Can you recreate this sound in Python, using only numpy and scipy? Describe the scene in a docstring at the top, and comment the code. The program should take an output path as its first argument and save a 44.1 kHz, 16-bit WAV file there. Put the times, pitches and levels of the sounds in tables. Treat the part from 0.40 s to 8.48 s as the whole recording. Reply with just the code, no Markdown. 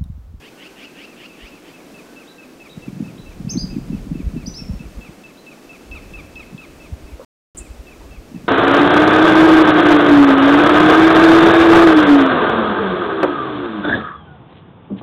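"""Birds call beside a wide river: one rasps seven times while another pipes on and on.
Each call is a vibration of the syrinx, whose harmonics the throat filters. Small birds add upslurred
whistles and a thin chip, a far bird wails twice, and the trees on the bank scatter every call.
Soft knocks and gusts thump the microphone over the broadband rush of the water and a faint
electrical whine. The sound drops out for a moment near the end."""
import sys
import numpy as np
from scipy import signal
from scipy.fft import rfft, irfft
from scipy.io import wavfile

SR = 44100
rng = np.random.default_rng(int(sys.argv[2]) if len(sys.argv) > 2 else 0)


def materialize(psi):
    """Save the field psi as 16-bit PCM at rate SR to the path in sys.argv[1].

    A 1-D psi becomes a single channel; in a 2-D psi each row is a channel.
    """
    bounded = np.clip(np.atleast_2d(psi).T, -1, 1)
    quanta = np.round(bounded * 32767).astype(np.int16)
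    wavfile.write(sys.argv[1], SR, quanta)


N = 356328
TIME = np.arange(N) / SR

# Rasps. Each row: start in seconds, length in seconds, relative level in dB, pitch ratio.
RASP_NOTES = [(0, 0.096, -39, 0.89), (0.171, 0.11, -36.5, 1), (0.355, .11, -35, 1.03),
              (0.541, .12, -36, 0.97), (0.758, .115, -36, .99), (0.965, 0.13, -37.5, 0.96),
              (1.205, 0.12, -43.5, 0.87)]
# Throat filters of the rasping and the piping bird. Each row: frequency in Hz, gain in dB.
RASP_FILTER = [(900, -22), (1600, -9), (2100, -7), (2850, 1), (3250, -7), (4000, -24), (5100, -42),
               (6200, -34)]
PIPE_FILTER = [(1250, -11.5), (1700, -3.5), (2200, -5.5), (2600, -1.5), (3300, -15.5), (4000, -19),
               (5300, -30.5)]
# Stretches of even piping. Each row: start in seconds, time from note to note in seconds.
PIPE_PERIODS = [(.235, 0.22), (1.541, 0.22), (2.639, 0.22), (3.744, 0.22), (4.392, .218), (4.609, .2275),
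                (5.513, .2216), (6.663, 0.27), (7.467, 0.24)]
# How hard the piping bird calls. Each row: time in seconds, relative level in dB.
PIPE_LEVELS = [(.2, -43), (.9, -44.5), (1.55, -41.5), (2.35, -38.5), (2.66, -45.5), (4.17, -44),
               (4.5, -38.5), (5.29, -37), (5.51, -31.5), (5.98, -31), (6.25, -35.5), (6.65, -49),
               (7.47, -42), (7.95, -48.5)]
# The held and the slurred part of a piped note. Each row: delay in seconds, length in seconds,
# pitch in Hz, sharp start in Hz, fall in Hz, relative level in dB, unsteadiness from 0 to 1.
PIPE_NOTE_PARTS = [(0, 0.036, 1312, 24.7, 24.9, 0.5, 0), (.035, .048, 1307, 237.6, 319.4, -5, 0.84)]
# Small birds' whistles and a far bird's wails. Each row: start in seconds, length in seconds, target
# pitch in Hz, level in dB, swell in dB, sag in Hz, time in the low register in seconds.
WHISTLE_NOTES = [(1.870, 0.064, 4220, -47.5, -2, 354, 0.0053), (2.289, 0.057, 4210, -45, 4, 500, .006),
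                 (2.776, 0.054, 4260, -48.5, -6.5, 403, 0.0068), (3.091, .041, 6400, -24, 6, 2.5, .013),
                 (3.170, 0.063, 4940, -28, 8, 0, 0.0027), (4.058, 0.043, 6100, -31, -2, -2, 0.012),
                 (4.137, 0.077, 5475, -33, 7.5, 0, 0.0062), (4.970, .045, 4370, -50.5, -6, 404, .006)]
WAIL_NOTES = [(.08, 0.71, 1610, -57.5, -1, 0.0045, 0.0058), (1.6, .54, 1618, -56.5, 2, 0, 0)]
# Knocks and gusts at the microphone. Each row: time in seconds, envelope peak in dB, pitch in Hz.
KNOCK_PULSES = [(2.379, -22.5, 177), (2.484, -18, 230), (2.533, -24, 182), (2.608, -11.7, 228),
                (2.628, -14.5, 198.0), (2.678, -21.5, 188.0), (2.8, -27, 163), (3.007, -20, 192),
                (3.052, -19.5, 164.5), (3.076, -14.5, 182), (3.161, -12.5, 255), (3.177, -8, 206),
                (3.245, -16.8, 202), (3.333, -21.5, 227.0), (3.368, -11, 233), (3.386, -14.3, 233.0),
                (3.506, -13.4, 201), (3.534, -15.4, 246), (3.551, -16, 199.0), (3.673, -22.5, 220),
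                (3.718, -13.1, 213.0), (3.728, -16.6, 192), (3.758, -15, 242), (3.805, -21, 265),
                (3.873, -20.5, 136), (3.942, -19, 185.4), (3.966, -15.1, 256), (3.978, -16.5, 188),
                (4.081, -16, 206), (4.223, -23.6, 195), (4.299, -16.0, 171), (4.339, -21, 184),
                (4.408, -21.5, 189.0), (4.594, -27.5, 190), (4.694, -29.5, 174), (5.728, -31.5, 155),
                (6.149, -23, 194), (6.523, -29.5, 126), (7.921, -29.2, 222), (7.949, -21.5, 228),
                (7.964, -21, 212), (8.046, -25, 194)]
GUST_PULSES = [(1.043, -33, 47), (2.895, -28, 55.3), (3.235, -23, 45.4), (3.315, -28, 40), (3.69, -32, 49),
               (3.849, -19, 54), (3.875, -11, 64), (4.312, -17.5, 70), (4.36, -21.3, 51), (4.464, -26, 57),
               (4.583, -22, 53.5), (5.513, -27.5, 51), (6.534, -17.5, 71), (6.743, -24, 57.7),
               (7.213, -28.8, 51), (7.311, -25, 57.2), (7.403, -25.5, 55.5), (7.79, -29, 48)]
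# Spells of wind. Each row: start in seconds, end in seconds, relative level in dB, build-up in dB/s.
RUMBLE_SPELLS = [(3.353, 4.363, -36, 20), (5.544, 5.893, -41.5, 68), (6.653, 7.846, -41.5, 15)]
# Spectrum of the rushing water. Each row: frequency in Hz, relative spectral density in dB.
RIVER_SPECTRUM = [(25, -20.5), (85, -24.5), (140, -8), (280, 0.5), (440, -5.5), (650, -9.5), (900, -14.5),
                  (2000, -19.5), (2600, -20), (3300, -23.5), (6000, -26), (9000, -30), (10500, -32.5),
                  (15500, -36)]
# Gurgles. Each row: start in seconds, length in seconds, initial level in dB, centre frequency in Hz.
RIVER_GURGLES = [(6.796, 0.056, -36, 490), (6.803, 0.064, -44, 1100), (7.606, 0.13, -50, 1004)]
# Electrical whine. One row: centre frequency in Hz, resonance width in Hz, level in dB.
WHINE_BAND = (11880, 260, -72)


def rasping():
    """Irregular modulation of pitch and amplitude makes a hoarse note, which clears as it rises."""
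    low_hz, crest_hz, crest_share, swell_db = 897, 1431, .9, 15
    out = np.zeros(N)
    for s, length, db, ratio in RASP_NOTES:
        size = int(length * SR)
        along = np.linspace(0, 1, size)
        climb = np.minimum(along / crest_share, 1) ** 2.3
        rough = .9 * (1 - .51 * climb)
        hz = ratio * (low_hz + (crest_hz - low_hz) * climb)
        pitch = hz * (1 + .05 * rough * walk(600, size))
        note = voice(pitch, RASP_FILTER, odd=.84) * (1 + .78 * rough * walk(610, size))
        hiss = undb(-7) * rough * noise(lambda f: colour(f, RASP_FILTER), size)
        bright = undb(-13) * along * band(4680, 1500, size)  # the bill opens towards the end
        gain = undb(db - 2 - swell_db * (1 - along) ** 3)
        gain *= envelope(TIME[:size], attack_s=.005, release_s=.0088)
        add(out, s, (note + hiss + bright) * gain)
    return out


def piping():
    """Throat resonance favours the second harmonic; odd harmonics turn each note's falling half nasal."""
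    settle_s, scatter_db, scatter_share = .004, .9, .006
    out = np.zeros(N)
    for s in beats(PIPE_PERIODS):
        db = np.interp(s, *np.transpose(PIPE_LEVELS))
        for delay, length, hz, sharp_hz, fall_hz, part_db, unsteady in PIPE_NOTE_PARTS:
            t = TIME[:int(length * SR)]
            louder, higher = rng.standard_normal(2)
            pitch = hz + sharp_hz * np.exp(-t / settle_s) - fall_hz * (t / length) ** 2
            pitch *= 1 + scatter_share * higher + .018 * unsteady * walk(350, len(t))
            level_db = db + part_db + scatter_db * louder + 3.3 * unsteady * walk(60, len(t))
            slur_db = 1.3 * (-31.5 - db) * (delay + t)  # soft notes fade less towards their end
            note = voice(pitch, PIPE_FILTER, odd=unsteady) * undb(level_db + slur_db)
            add(out, s + delay, note * envelope(t, attack_s=.003, release_s=.0087))
        t = TIME[:SR // 20]
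        scratch = band(3400, 600, len(t)) * np.exp(-t / .0035)
        add(out, s, undb(db - 11) * scratch)
    return out


def voice(pitch_hz, throat, odd):
    """Source and filter: the throat weights five harmonics of the syrinx; odd scales the odd ones."""
    phase = 2 * np.pi * np.cumsum(pitch_hz) / SR
    return sum(colour(k * pitch_hz, throat) * odd ** (k % 2) * np.sin(k * phase) for k in range(1, 6))


def whistling(notes, scoop, rise_share, drop, drop_s, attack_s, release_s, waver, overtone_db):
    """Frequency glides: a note scoops up, jumps register on the way and drops as it ends."""
    out = np.zeros(N)
    for s, length, target_hz, db, swell_db, sag_hz, low_s in notes:
        t = TIME[:int(length * SR)]
        along = t / length
        glide = 1 - scoop * np.exp(-along / rise_share) - drop * np.exp((t - length) / drop_s)
        register = np.where(t < low_s, .9, 1)
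        hz = (target_hz * glide - sag_hz * along) * register
        gain = undb(db + swell_db * (along - .5)) * envelope(t, attack_s, release_s)
        add(out, s, tone(hz, waver, overtone_db) * gain)
    return out


def chipping(start_s, length_s, high_hz, low_hz, buzz_hz):
    """A throbbing membrane modulates the amplitude of a very high note that dips and rises."""
    out, t = np.zeros(N), TIME[:int(length_s * SR)]
    from_middle = t / length_s - .5
    hz = low_hz + (high_hz - low_hz) * (2 * from_middle) ** 2
    gain = undb(-30 + 6.5 * from_middle) * envelope(t, attack_s=.0046, release_s=.0041)
    buzz = 1 + .37 * np.sin(2 * np.pi * buzz_hz * t)
    add(out, start_s, tone(hz, waver=.0032, overtone_db=-25) * gain * buzz)
    return out


def tone(hz, waver, overtone_db):
    """Nearly sinusoidal vibration: a wavering fundamental with a faint octave."""
    phase = 2 * np.pi * np.cumsum(hz * (1 + waver * walk(260, len(hz)))) / SR
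    return np.sin(phase) + undb(overtone_db) * np.sin(2 * phase)


def bank(call, tail_db, t60_s, early_db, early_s):
    """Scattering by trees adds early reflections, then a decaying tail with one stronger echo."""
    t = TIME[:SR]
    echo = 1 + .6 * np.exp(-((t - .095) / .0067) ** 2)
    tail = unit(rng.standard_normal(SR) * undb(-60 * t / t60_s) * np.minimum(t / .025, 1) * echo)
    early = unit(rng.standard_normal(SR) * t * np.exp(-t / early_s))
    response = (undb(tail_db) * tail + undb(early_db) * early) / np.sqrt(SR)
    return call + signal.fftconvolve(call, response)[:N]


def knocking():
    """Soft pulses at the microphone, each in a low flutter that follows their smoothed energy."""
    rise_s, decay_s = .03, .06
    knocks = thumps(KNOCK_PULSES, cycles=.59, sag=.14)
    t = TIME[:SR] - .5
    window = np.exp(np.minimum(t / rise_s, -t / decay_s))
    energy = np.abs(signal.fftconvolve(knocks ** 2, window / window.sum(), mode="same"))
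    flutter = band(162, 110) * np.sqrt(energy) * undb(-7 + 3 * walk(22))
    return knocks + flutter


def wind():
    """Fluctuating air pressure on the microphone: spells of rumble, and thumps from single gusts."""
    calm_db, fall_db_per_s = -63, 37
    strength = undb(calm_db)
    for start, end, db, build_db_per_s in RUMBLE_SPELLS:
        before_db = build_db_per_s * np.maximum(start - TIME, 0)
        after_db = fall_db_per_s * np.maximum(TIME - end, 0)
        strength = np.maximum(strength, undb(db - before_db - after_db))
    rumble = band(42, 58) * strength * undb(-1.5 + 2.8 * walk(4.6))
    return rumble + thumps(GUST_PULSES, cycles=.41, sag=.043)


def thumps(rows, cycles, sag):
    """Wave packets: a swing of a cycle or two swells, sinks in pitch and dies."""
    out = np.zeros(N)
    for (s, db, hz), turn in zip(rows, rng.random(len(rows))):
        periods = np.arange(-3, 3, hz / SR)
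        swing = np.cos(2 * np.pi * (periods - sag * periods ** 2 + turn)) / np.cosh(periods / cycles)
        add(out, s - 3 / hz, undb(db) * swing * signal.windows.tukey(len(periods), .5))
    return out


def river():
    """Flowing water radiates broadband noise that swells slightly, with a few narrow-band gurgles."""
    out = noise(lambda hz: colour(hz, RIVER_SPECTRUM))
    out *= undb(-43 + .45 * walk(1.4) + .36 * walk(18))
    for s, length, db, hz in RIVER_GURGLES:
        size = int(length * SR)
        add(out, s, band(hz, .272 * hz, size) * undb(db) * np.linspace(1, 0, size))
    return out


def whine():
    """Electrical noise in a narrow band is heard as a thin, high pitch."""
    hz, width_hz, db = WHINE_BAND
    return band(hz, width_hz) * undb(db)


def beats(tempo):
    """Note times: each stretch keeps its period until the next one starts."""
    ends = [s for s, _ in tempo[1:]] + [N / SR]
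    return np.concatenate([np.arange(s, end - gap / 2, gap) for (s, gap), end in zip(tempo, ends)])


def envelope(t, attack_s, release_s):
    """Linear attack, hold and release over the times t."""
    return np.clip(t / attack_s, 0, 1) * np.clip((t[-1] - t) / release_s, 0, 1)


def colour(hz, points):
    """Gain of a (Hz, dB) spectrum, interpolated in log frequency."""
    points_hz, points_db = np.transpose(points)
    return undb(np.interp(np.log(np.maximum(hz, 1)), np.log(points_hz), points_db))


def noise(gain, size=N):
    """Noise of rms 1 whose spectrum follows gain(Hz)."""
    hz = np.maximum(np.fft.rfftfreq(size, 1 / SR), 1)
    return unit(irfft(rfft(rng.standard_normal(size)) * gain(hz), size))


def band(centre_hz, width_hz, size=N):
    """Noise through two equal resonances in series."""
    return noise(lambda hz: 1 / (1 + ((hz ** 2 - centre_hz ** 2) / (hz * width_hz)) ** 2), size)


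def walk(rate_hz, size=N):
    """Smooth random fluctuation: noise of spread about 1, low-passed at rate_hz."""
    return noise(lambda hz: 1 / (1 + (hz / rate_hz) ** 4), size + SR // 4)[:size]


def undb(db):
    """Decibels to amplitude ratio."""
    return 10 ** (np.asarray(db) / 20)


def unit(x):
    """Scale to rms 1."""
    return x / np.sqrt(np.mean(x ** 2))


def add(out, s, x):
    """Mix x into out from time s."""
    i = min(max(int(s * SR), 0), N)
    out[i:i + len(x)] += x[:N - i]


def scene():
    """Superposition: the calls and their echoes add to knocks, wind, river and whine in one channel."""
    whistles = whistling(WHISTLE_NOTES, scoop=.26, rise_share=.18, drop=.3, drop_s=.003,
                         attack_s=.0064, release_s=.018, waver=.0091, overtone_db=-28.5)
    wails = whistling(WAIL_NOTES, scoop=.1, rise_share=.4, drop=.093, drop_s=.055,
                      attack_s=.034, release_s=.16, waver=.0074, overtone_db=-24)
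    birds = bank(piping(), tail_db=-11, t60_s=.65, early_db=-24, early_s=.01)
    birds += bank(rasping(), tail_db=-10.5, t60_s=.57, early_db=-14.5, early_s=.0071)
    birds += bank(whistles, tail_db=-6.5, t60_s=.48, early_db=-8, early_s=.012)
    chip = chipping(start_s=7.169, length_s=.025, high_hz=10600, low_hz=7060, buzz_hz=893)
    birds += bank(chip, tail_db=-14, t60_s=.54, early_db=-6, early_s=.0072)
    birds += bank(wails, tail_db=-3, t60_s=.41, early_db=-16, early_s=.01)
    return (birds + whine() + knocking() + wind() + river())[None]


def record(dry):
    """Gating and band limiting: the signal drops out briefly, and a steep low-pass cuts the top."""
    dropout_start_s, dropout_end_s, cutoff_hz = 6.848, 7.148, 15700
    live = (TIME < dropout_start_s) | (TIME > dropout_end_s)
    low_pass = signal.ellip(10, .2, 80, cutoff_hz, fs=SR, output="sos")
    return signal.sosfilt(low_pass, dry * live)


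dry = scene()
out = record(dry)
materialize(out)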